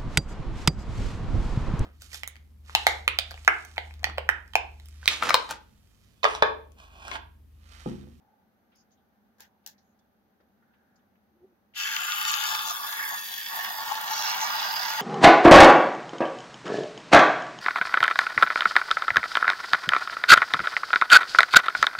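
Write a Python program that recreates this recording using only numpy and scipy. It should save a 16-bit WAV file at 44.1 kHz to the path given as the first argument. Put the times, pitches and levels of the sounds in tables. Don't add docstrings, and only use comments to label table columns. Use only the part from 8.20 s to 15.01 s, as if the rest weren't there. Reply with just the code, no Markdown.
import sys
import numpy as np
from scipy import signal
from scipy.fft import rfft, irfft, next_fast_len
from scipy.io import wavfile
from scipy.ndimage import uniform_filter1d

SR = 44100
rng = np.random.default_rng(int(sys.argv[2]) if len(sys.argv) > 2 else 0)


def log_audio(samples):
    frames = np.atleast_2d(samples).T
    limited = np.clip(frames, -1, 1)
    pcm = np.round(limited * 32767).astype(np.int16)
    wavfile.write(sys.argv[1], SR, pcm)


def makeup_ratio(level_db):
    decades = np.asarray(level_db, float) / 20
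    return 10 ** decades


N = 300321
TIME = np.arange(N) / SR
SIDES = np.array([[1], [-1]])
START_S = 3.53
PLANK_RISE_S, FRAME_RISE_S = 0.02, 0.016


def car():
    t = TIME[TIME > START_S]
    shaft_hz = 98 * (1 + .02 * walk(6, len(t))[0])
    turns = np.cumsum(shaft_hz) / SR
    jolt = np.exp(-3.6 * (turns % 1))
    push = gears(t, jolt)
    between = scatter(push + 1.14 * chatter(3000, 2.0, len(t)), 0.0034, rate=24)
    whole = plank(t, push, between) + frame(t, push, between) + brushes(t, push, jolt)
    return np.pad(whole, ((0, 0), (N - len(t), 0)))


# start in seconds, peak in dB.
KNOCKS = [(3.6, -15), (3.763, -2), (3.921, -16), (3.959, -26), (4.014, -5), (4.051, 0), (4.086, -12),
          (4.238, -3.5), (4.351, -12), (4.469, -22), (4.672, -12), (4.726, -9.5), (4.838, -12),
          (4.943, -14), (4.983, -18), (5.222, -39), (5.261, -20), (5.388, -5), (5.445, -5.5), (5.584, -13),
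          (5.718, 2), (5.878, -5), (5.964, -22), (6.025, -11), (6.136, -9), (6.379, -12), (6.501, -18),
          (6.565, -1.5), (6.637, -10)]


def gears(t, jolt):
    drum_db = np.maximum(loudness(t, "ring", PLANK_RISE_S), loudness(t, "boom", PLANK_RISE_S))
    knocks = np.zeros(len(t))
    for s, db in KNOCKS:
        knocks[int((s - START_S) * SR)] = makeup_ratio(db - np.interp(s, t, drum_db) - 5.5)
    force = makeup_ratio(0.5 * walk(60, len(t))[0] + 3.3 * jolt)
    return unit(force * chatter(4000, 3.64, len(t))) + knocks


# frequency in Hz, width in Hz, level in dB at each place along the track, left-right in dB.
BOOM_MODES = [(625, 83, -37, -23, -6.5, -4, 8.5), (774.6, 15, -8.5, -14, -3, 0.5, -2),
              (875.3, 25.4, 8.5, 5, 6.5, 8.5, 3.5), (980, 18.5, -10, 7, -4.5, 2.5, -6)]
RING_MODES = [(1110, 31, -2, 3.5, 1, -2, 8), (1200, 22, 1, 3, -10.5, -4, -13),
              (1379, 45, -5, -7, -13.5, -11, -6.5), (1432, 13.5, 8, -3, -4, 2.5, 3)]
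CLACK_MODES = [(1586, 18, 1.5, 1, 2, -2.5), (1700, 44, 1.5, 5, -2.5, -3), (1832, 75, -15.5, 4, -10, -4.5),
               (1927, 82, -8.5, -11, -4.5, 4)]
PLANK_PLACES_S = [4.2, 4.85, 5.6, 6.05]
CLACK_PLACES_S = [3.65, 5.61, 6.2]
# frequency in Hz, level in dB per Hz.
RUMBLE = [(24, -56), (40, -18), (91, -23.5), (129, -9.5), (167, -18.5), (204, -8), (322, -16.5), (600, -7),
          (780, -50), (1320, -120)]
BEARING_DB = (.3, 0, -3, -3), (3, 6, -0.1, -1.7)


def plank(t, push, between):
    boom, ring, clack = (loudness(t, part, PLANK_RISE_S) for part in ("boom", "ring", "clack"))
    low = makeup_ratio(boom) * body(t, push, between, BOOM_MODES, (690, 1080), -5.0,
                           turn=0.52, lead=0.14, places=PLANK_PLACES_S)
    rumble_db = 0.62 * effort(t) + 0.4 * boom - 23
    low = low + makeup_ratio(rumble_db) * unit(colour(pair(len(t)), RUMBLE))
    mid = makeup_ratio(ring) * body(t, push, between, RING_MODES, (1030, 1570), -7.0,
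                           turn=0.63, lead=1.74, places=PLANK_PLACES_S)
    mid = mid + makeup_ratio(clack) * body(t, push, between, CLACK_MODES, (1530, 2170), -3.5,
                                  turn=0.7, lead=1.42, places=CLACK_PLACES_S)
    pan_db = np.interp(t, STRETCH_S, BEARING_DB[0])
    return low + makeup_ratio(1.0 + SIDES * pan_db / 2) * mid


# frequency in Hz, width in Hz, level in dB at the four places, left-right in dB.
CHASSIS_MODES = [(2273, 12, -20, -7, 6, 7.5, 2.6), (2651, 90, 2.5, -5.5, 4, 0.5, 9.6),
                 (2753, 117, -4, -15, 6.5, -2, 7.7), (2915, 71, -2.5, -8, 2, 1.5, 11.5),
                 (3127, 110, -0.5, -3.5, -6, -12, 6.3)]
TANK_MODES = [(3400, 86, -3.5, 4, 1, -4, 7.9), (3490, 99, 5, 3.5, -1, 1, 8.7),
              (3720, 680, -6, -14, -7, -8, 8.7)]
RAILING_MODES = [(4423, 98, 1, 0, -2.5, -2, -8.5), (4704, 220, 1, 2, -6, -1, -9.5),
                 (4870, 166, -3, 6, -2.5, 5.5, -8), (5220, 190, -3.5, 2, -11, -2.5, -3.5),
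                 (5320, 130, -13, -8, -2, -5, -7)]
WHEEL_MODES = [(6150, 310, -3.5, -6, 1, 6.5, 1.1), (6630, 250, -4, 1, -1, 7.5, 1.7),
               (7020, 270, 0.5, -4.5, -18, 1, 4.1)]
FRAME_PLACES_S = [4.2, 4.9, 6.05, 6.4]


def frame(t, push, between):
    close = scatter(push + 0.35 * chatter(3000, 3.5, len(t)), 0.0015, rate=12)
    chassis, tank, rails, wheels = (loudness(t, part, FRAME_RISE_S) for part in ("chassis", "tank", "rails", "wheels"))
    high = makeup_ratio(chassis) * body(t, push, between, CHASSIS_MODES, (2120, 3280), -6.5,
                               turn=.9, lead=1.18, places=FRAME_PLACES_S)
    high = high + makeup_ratio(tank) * body(t, push, between, TANK_MODES, (3220, 4130), -5,
                                   turn=1.0, lead=1.3, places=FRAME_PLACES_S)
    high = high + makeup_ratio(rails) * body(t, push, close, RAILING_MODES, (4050, 5650), -3.0,
                                    turn=0.42, lead=1.15, places=FRAME_PLACES_S, own=0.42)
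    high = high + makeup_ratio(wheels) * body(t, push, close, WHEEL_MODES, (5550, 7500), -0.82,
                                     turn=0.39, lead=1.45, places=FRAME_PLACES_S, own=0.71)
    pan_db = np.interp(t, STRETCH_S, BEARING_DB[1])
    return makeup_ratio(0.5 + SIDES * pan_db / 2) * high


# frequency in Hz, level in dB per Hz.
BRUSHES_FACING = [(4470, -38), (7600, -25), (8330, -18), (9360, -10.5), (12000, -3), (14200, -5.5),
                  (15100, -4), (15800, -5)]
BRUSHES_AWAY = [(4470, -40), (7600, -10.5), (8200, -12.5), (9680, -14), (12500, -2.5), (14500, -2.5),
                (15100, -2), (15800, -3)]
AWAY_S = (4.8, 5.65)


def brushes(t, push, jolt):
    n = len(t)
    sparks = makeup_ratio(3.5 * walk(160, n)[0]) * rng.standard_normal(n) + .5 * push
    rub = makeup_ratio(2.1 * walk(130, n)[0]) * rng.standard_normal((2, n))
    air = unit(scatter(sparks, 0.0017, rate=15)) + 0.99 * rub
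    skip_db = walk(260, n)[0]
    air = air * makeup_ratio(skip_db) * makeup_ratio(6.5 * jolt)
    air = air + 0.47 * scatter(chatter(450, 3.2, n), 0.00036, rate=30) * np.std(air) / 3.3

    def shaped(points):
        return unit(colour(air, points[:-2] + [(16500, points[-3][1])]))

    away = np.interp(t, AWAY_S, (0, 1))
    hiss = (1 - away) * shaped(BRUSHES_FACING) + away * shaped(BRUSHES_AWAY)
    return makeup_ratio(effort(t) - SIDES * 0.69) * hiss


# time in seconds, level in dB.
MOTOR = [(3.6, -41), (4.0, -36.5), (4.9, -36), (5.1, -37.5), (6.7, -37), (6.81, -36)]


def effort(t):
    return np.interp(t, *np.transpose(MOTOR)) + spin_up(t, FRAME_RISE_S)


def spin_up(t, rise_s):
    return -81 * np.exp((START_S - t) / rise_s)


STRETCH_S = [4.0, 4.25, 5.7, 6.5]
PARTS = {"boom": ((-52.5, -47, -36.5, -38), (0.84, 0.011, 0.07)), "ring": ((-40.5, -41, -40.5, -41),
         (0.95, 0.0089, 0.0084)), "clack": ((-41, -41, -40, -39.5), (0.36, 0.17, .01)),
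         "chassis": ((-40.5, -41.5, -40.5, -41.5), (0.012, 0.98, .01)), "tank": ((-42.5, -40.5, -41, -41.5),
         (.01, 0.36, 0.16)), "rails": ((-39, -41, -38.5, -40), (0.013, .01, 0.87)),
         "wheels": ((-41.5, -41.5, -45.5, -45), (0.013, 0.25, 0.49))}
# time in seconds, level in dB.
PLANK_FREEDOM = [(3.62, -41), (3.72, -38), (4.43, -37), (4.96, -47), (5.05, -57), (5.25, -58.5),
                 (5.32, -46), (6.27, -37), (6.79, -39), (6.8, -36.5)]
# time in seconds, level in dB.
MESH = [(3.62, -35.5), (3.71, -39), (4.15, -35.5), (4.64, -51.5), (5.46, -46), (5.57, -50.5), (6.08, -38),
        (6.6, -41.5), (6.8, -39)]
# time in seconds, level in dB.
SLACK = [(3.62, -41.5), (4.03, -45), (4.09, -40), (4.74, -46.5), (5.82, -46.5), (6.11, -36.5), (6.13, -42),
         (6.56, -38), (6.8, -41)]
SWELLS = {"boom": [(5.11, .04, 3.5), (5.21, .04, -2.5), (4.2, 0.098, 3.5), (4.93, 0.028, 5.5),
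          (5.36, 0.048, 4.5), (5.72, 0.016, 7.5), (6.81, 0.017, 6)], "clack": [(3.68, 0.076, 3),
          (4.54, 0.13, -9), (4.3, 0.12, 1), (5.2, 0.098, 6.5), (4.84, 0.14, 9), (5.42, 0.08, 6.5),
          (5.0, .06, 1.5), (4.8, 0.047, 1.5), (6.81, 0.016, 8.5)], "tank": [(4.43, 0.1, 4), (4.7, 0.05, 4),
          (5.12, 0.034, 3.5), (6.41, 0.071, 5.5)], "rails": [(4.29, 0.066, 5), (4.5, 0.024, 5.5),
          (5.97, 0.05, 4.5), (3.65, 0.069, 1.5), (6.09, 0.044, 2.5), (6.2, 0.049, -1.5), (6.45, 0.092, 1.5),
          (6.62, 0.11, 2)], "ring": [(5.14, 0.063, -4), (3.7, 0.15, -2), (6.6, 0.13, -0.5), (6.1, .1, 1),
          (4.4, 0.066, 0), (6.1, 0.042, -3), (4.1, 0.066, 3.5), (5, 0.063, 4.5)],
          "chassis": [(3.3, 0.029, 4.5), (6.3, 0.079, 1), (2.5, .08, 2), (6.1, 0.036, 3),
          (6.42, 0.04, 3.5)], "wheels": [(4.1, 0.042, 7.5), (4.29, 0.04, 6), (4.49, 0.022, 8.5),
          (5.97, 0.071, 6.5), (6.23, 0.03, 7.5)]}


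def loudness(t, part, rise_s):
    along_db, shares = PARTS[part]
    db = np.interp(t, STRETCH_S, along_db) + spin_up(t, rise_s)
    for share, control in zip(shares, (PLANK_FREEDOM, MESH, SLACK)):
        db = db + share * (np.interp(t, *np.transpose(control)) + 42)
    for s, half_s, lift_db in SWELLS[part]:
        db = db + lift_db * np.exp(-((t - s) / half_s) ** 2)
    return db


def body(t, shared, between, modes, edge_hz, between_db, turn, lead, places, wander_db=1.16, own=0.69):
    push = unit(shared + own * chatter(3000, 3.8, len(t)))
    out, power = 0, makeup_ratio(2 * between_db)
    whole = sum(mode[1] * makeup_ratio(2 * mode[2]) for mode in modes)
    for k, (hz, width, *db, pan_db) in enumerate(modes):
        pole = np.exp((2j * np.pi * hz - np.pi * width) / SR)
        z = signal.lfilter([1], [1, -pole], push)
        z = (-1) ** k * z / np.sqrt(np.mean(np.abs(z) ** 2) / 2)
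        phase, drift = walk(4.96, len(t), count=2)
        gain = np.sqrt(width / whole) * makeup_ratio(np.interp(t, places, db) + wander_db * drift)
        heard = np.imag(z * np.exp(.5j * SIDES * (lead + turn * phase)))
        out = out + gain * makeup_ratio(SIDES * pan_db / 2) * heard
        power = power + gain ** 2
    fill = makeup_ratio(between_db) * unit(band(between, *edge_hz))
    return (band(out, *edge_hz, order=3) + fill) / np.sqrt(power)


def scatter(push, spread_s, rate):
    paths = rng.standard_normal((4, 2, 1024)) * np.exp(-TIME[:1024] / spread_s)
    heard = signal.fftconvolve(push[None, None], paths, axes=2)[..., :len(push)]
    share = walk(rate, len(push), count=4)
    share = share / np.sqrt(np.sum(share ** 2, axis=0))
    return np.sum(heard * share[:, None], axis=0)


def chatter(rate_hz, spread_db, n, most=3.84):
    hit, size, sign = rng.random((3, n))
    size_db = spread_db * np.minimum(-np.log(1 - size), most)
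    return unit((hit < rate_hz / SR) * makeup_ratio(size_db) * (sign - .5))


# start in seconds, peak in dB, centre in Hz.
COUPLINGS = [(3.563, -32, 2970), (3.57, -31, 3040), (3.5735, -25, 3050), (3.6002, -24, 2750),
             (3.749, -32, 2730), (3.766, -21, 2700), (3.835, -23.5, 3080), (3.8903, -29, 2980),
             (3.921, -16, 3070), (3.959, -22, 2700), (4.0135, -20, 2850), (4.04, -26, 2670),
             (4.0517, -20, 3080), (4.106, -15, 3150), (4.1799, -24, 2680), (4.2009, -26, 2670),
             (4.2394, -31, 2730), (4.351, -16, 3490), (4.392, -17.5, 3500), (4.4235, -25, 3400),
             (4.4443, -36, 3430), (4.6828, -32, 3510), (4.9831, -31, 3520), (6.0736, -31, 2770),
             (6.0926, -24, 2770), (6.1549, -41, 2790), (6.195, -36, 2680), (6.2064, -20, 2720),
             (6.3755, -28, 2680), (6.3944, -26, 3440), (6.4128, -25, 2800), (6.5316, -30, 2690)]
# start in seconds, peak in dB, centre in Hz.
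FLANGES = [(3.5643, -34, 4750), (3.576, -31, 4520), (3.5783, -24, 4690), (3.6004, -26, 4560),
           (3.709, -33, 4730), (3.7654, -26, 4640), (3.9215, -31, 5880), (4.0393, -26, 4710),
           (4.0597, -27, 6180), (4.0867, -25, 5970), (4.0961, -17.5, 5900), (4.14, -12, 4190),
           (4.2387, -23, 7250), (4.2702, -20, 5220), (4.2902, -16, 4740), (4.3498, -20, 4550),
           (4.4119, -36, 5240), (4.4755, -23, 7050), (4.4846, -18, 4650), (4.4992, -21, 4700),
           (4.7252, -27, 5270), (4.9847, -30, 4700), (5.236, -34, 4770), (5.605, -31, 6150),
           (5.6636, -31, 4550), (5.7224, -25, 4470), (5.7549, -23, 4860), (5.8786, -39, 4650),
           (5.9654, -26, 5620), (6.024, -19, 4340), (6.0831, -27, 4410), (6.1959, -35, 6200),
           (6.208, -27, 6250), (6.2931, -27, 5230), (6.3221, -28, 4890), (6.3949, -23, 4850),
           (6.4692, -31, 5140), (6.5067, -38, 4840), (6.5326, -27, 4840), (6.5645, -28, 4760),
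           (6.6099, -28, 4660), (6.6538, -29.5, 4650), (6.6613, -27, 4900), (6.7371, -23, 4770)]
# start in seconds, peak in dB.
SPARKS = [(3.5623, -42), (3.5748, -40), (3.8043, -26), (3.8881, -29), (3.941, -28), (4.0113, -26),
          (4.0517, -33), (4.0862, -24), (4.1171, -20), (4.1999, -36), (4.2084, -26), (4.2897, -24),
          (4.361, -19), (4.4204, -27), (4.5107, -25), (4.5591, -33), (4.609, -25), (4.6713, -27),
          (4.7791, -29), (4.8295, -23), (4.8908, -21.5), (4.9627, -32), (4.9821, -29), (5.0011, -31),
          (5.0614, -36), (5.1722, -38.5), (5.18, -25), (5.2206, -36), (5.2316, -31), (5.3408, -32),
          (5.3542, -26), (5.3712, -26), (5.4421, -28), (5.4915, -35), (5.5404, -39), (5.675, -31),
          (5.7434, -25), (5.8137, -22), (5.9629, -27), (6.0153, -30), (6.147, -33), (6.1934, -31),
          (6.2128, -32), (6.2622, -30), (6.556, -30), (6.5635, -31), (6.5945, -34), (6.6324, -38),
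          (6.7067, -31), (6.7735, -34)]


def pings():
    out = ticks(COUPLINGS, ring_s=0.00084, wide=0.47, lift_db=-2.5)
    out = out + ticks(FLANGES, ring_s=0.00082, wide=0.92, lift_db=-1.0)
    return out + ticks([(*row, 12200) for row in SPARKS], ring_s=0.00036, wide=0.88, lift_db=0.0)


# frequency in Hz, level in dB.
PORT = [(7000, 3), (7700, -10), (9600, 3), (11500, 5.5)]


def ticks(rows, ring_s, wide, lift_db, apart=0.96):
    out, t = np.zeros((2, N + 512)), TIME[:512]
    for (s, db, hz), noise in zip(rows, rng.standard_normal((len(rows), 2, len(t)))):
        both = noise[0] + apart * SIDES * noise[1]
        ping = band(both * np.exp(-t / ring_s), hz * (1 - wide / 2), hz * (1 + wide / 2), order=2)
        out[:, int(s * SR):][:, :len(t)] += makeup_ratio(db + lift_db) * ping / np.max(np.abs(ping))
    return colour(out[:, :N], PORT)


# start in seconds, peak in dB, crack in seconds, rattle in dB, rattle bass lift in dB.
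SNAPS = [
    (1.1837, -62.5, 0.0018, -3.5, 14),
    (1.198, -59, 0.0018, 1, 16),
    (1.205, -33, 0.0015, -19, 7.5),
    (1.4627, -29.5, 0.0032, -17, 1),
    (1.474, -31, 0.0027, -25, 9),
]
# frequency in Hz, level in dB per Hz.
SNAP_COLOUR = [(290, -37), (500, -10.5), (650, -24), (857, -1), (1020, -17), (1250, -23), (1650, -3),
               (2340, -20), (2670, -7.5), (6380, -2), (8790, -22), (12800, -6), (16200, -12)]


def snaps(t60=0.23, cut_s=0.13):
    out, t = np.zeros((2, N)), TIME[:8192]
    for s, db, crack_s, rattle_db, bass_db in SNAPS:
        treble_db = 18.5 - 4300 * crack_s
        crack_shape = [(hz, v + treble_db * (hz > 8000) - 6 * (hz < 2400)) for hz, v in SNAP_COLOUR]
        rattle_shape = [(hz, v + bass_db * (hz < 2400)) for hz, v in SNAP_COLOUR]
        crack = unit(colour(rng.standard_normal((2, len(t))), crack_shape))
        crack = makeup_ratio(7 * SIDES / 2) * crack * np.exp(-(t / crack_s) ** 2) / 2
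        rattle = unit(colour(rng.standard_normal((2, len(t))), rattle_shape))
        rattle = rattle * makeup_ratio(2.0 * walk(290, len(t))) * 1000 ** (-t / t60 - (t / cut_s) ** 4)
        out[:, int(s * SR):][:, :len(t)] += makeup_ratio(db) * (crack + makeup_ratio(rattle_db) * rattle)
    return out


# start in seconds, rms in dB, centre in
# Hz, width in Hz, held in seconds.
SCUFFS = [(.001, -73.5, 813, 150, 0.22), (.549, -74, 5100, 900, 0.065), (.556, -75, 6330, 900, 0.057),
          (.716, -75, 6400, 900, 0.014), (.706, -80, 4800, 3400, .03), (.77, -85, 3460, 900, 0.033),
          (1.439, -81, 3200, 2400, 0.02), (1.21, -78, 860, 250, 0.15), (1.212, -66.5, 1700, 600, 0.047),
          (1.211, -70, 3000, 1400, 0.042), (1.53, -81, 1900, 500, 0.07), (1.62, -89, 6500, 900, 0.11),
          (2.46, -78.5, 1550, 300, 0.16), (2.6, -79.5, 1530, 600, 0.24)]
# start in seconds, rms in dB, centre in Hz,
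# width in Hz, t60 in seconds.
TAPS = [(0.519, -73, 2190, 2550, 0.37), (.556, -74, 10500, 8000, .025), (.571, -77, 9000, 7000, .02),
        (1.192, -71, 900, 300, 0.29), (1.58, -71.5, 5000, 2500, 0.18), (1.79, -75.5, 6200, 4000, 0.054),
        (1.793, -78, 3500, 200, 0.11), (2.201, -69.5, 1090, 1400, 0.15), (2.206, -83, 4500, 2500, .06),
        (2.199, -70, 400, 300, 0.22), (2.423, -71, 1500, 700, 0.2), (2.536, -74, 2050, 2200, 0.17),
        (2.758, -73.5, 5700, 2600, 0.1), (2.79, -82.5, 3160, 1200, .08), (2.954, -76, 1940, 1820, 0.072),
        (3.537, -61, 2580, 1300, 0.04), (3.546, -54, 2780, 3000, 0.08), (3.553, -59, 9500, 11000, .08)]


def bench():
    out, t = np.zeros((2, N)), TIME[:32768]
    rows = [(*row, 0.1) for row in SCUFFS]
    rows += [(*row, 0.004, t60) for *row, t60 in TAPS]
    for s, db, hz, width, held, t60 in rows:
        noise = unit(band(pair(len(t)), hz - width / 2, hz + width / 2, order=3))
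        shape = np.minimum(t / (0.078 * held), 1) * 1000 ** (-np.maximum(t - held, 0) / t60)
        out[:, int(s * SR):][:, :len(t)] += makeup_ratio(db) * noise * shape
    return colour(out, PORT)


# time in seconds, pitch in Hz, level in dB.
CREAK = [(3.1, 367, -90), (3.114, 364, -79), (3.134, 306, -75), (3.164, 356, -65), (3.194, 340, -71),
         (3.246, 365, -55.5), (3.274, 377, -75), (3.338, 340, -74), (3.37, 320, -90)]


def chair():
    s, hz, db = np.transpose(CREAK)
    wobble = 1 + .03 * walk(80, N)[0]
    phase = 2 * np.pi * np.cumsum(np.interp(TIME, s, hz) * wobble) / SR
    level = makeup_ratio(np.interp(TIME, s, db, -120, -120) + 5.5 + 1.8 * walk(60, N)[0])
    grit = makeup_ratio(-11) * unit(band(pair(N), 220, 440, order=2))
    return level * (np.sin(phase) + makeup_ratio(-22) * np.sin(2 * phase) + grit)


# frequency in Hz, level in dB per Hz.
ROOM = [(12, -70), (20, -38), (75, -9.5), (171, -18.5), (209, -3.5), (252, -16.5), (665, -17), (723, -21),
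        (800, -14.5), (1100, -28), (1430, -63), (2420, -120)]
HISS = [(650, -33), (1100, -4), (1200, -0.5), (1490, -6.5), (1760, -6), (2570, -13.5), (4330, -16),
        (5240, -20), (6550, -18), (7080, -35), (13200, -12.5), (15800, -19)]
# frequency in Hz, width in Hz, rms in dB.
FAN = [(200, 15, -77), (228.4, 26, -75), (769, 23, -80), (1516, 220, -81.5)]


def room():
    out = makeup_ratio(-70.5) * unit(colour(pair(N), ROOM)) + makeup_ratio(-78) * unit(colour(pair(N), HISS))
    flutter = makeup_ratio(walk(6.4, N))
    for hz, width, db in FAN:
        out = out + makeup_ratio(db) * flutter * unit(band(pair(N), hz - width / 2, hz + width / 2, order=1))
    return out


# frequency in Hz, likeness 0-1.
ALIKE = [(60, 0), (130, 0.8), (290, 0.8), (640, 0.35), (1410, 0), (3100, 0), (6820, 0), (15000, 0.05)]


def pair(n):
    hz, share = np.transpose(ALIKE)
    mid_db, side_db = 10 * np.log10((1 + SIDES * np.clip(share, -.95, .95)) / 2)
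    mid, side = rng.standard_normal((2, n))
    return colour(mid, list(zip(hz, mid_db))) + SIDES * colour(side, list(zip(hz, side_db)))


def walk(rate, n, count=1):
    k = int(SR / rate)
    held = np.repeat(rng.standard_normal((count, n // k + 1)), k, axis=1)[:, :n]
    return 1.06 * uniform_filter1d(uniform_filter1d(held, k), k)


def unit(x):
    return x / np.sqrt(np.mean(x ** 2))


def colour(x, points):
    hz, db = np.transpose(points)
    n = next_fast_len(x.shape[-1] + 2048, True)
    f = np.maximum(np.arange(n // 2 + 1) * SR / n, 1)
    gain = makeup_ratio(np.interp(np.log(f), np.log(hz), db))
    return irfft(rfft(x, n) * gain, n)[..., :x.shape[-1]]


def band(x, lo_hz, hi_hz, order=4):
    sos = signal.butter(order, [lo_hz, min(hi_hz, .45 * SR)], "band", fs=SR, output="sos")
    return signal.sosfilt(sos, x)


def scene():
    return car() + pings() + snaps() + bench() + chair() + room()


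def top_cut(x):
    return signal.sosfilt(signal.butter(12, 17000, fs=SR, output="sos"), x)


def record(dry):
    low_pass = signal.ellip(14, .5, 80, 15800, fs=SR, output="sos")
    mix = signal.sosfilt(low_pass, dry)
    return top_cut(mix)


dry = scene()
out = record(dry)
log_audio(out)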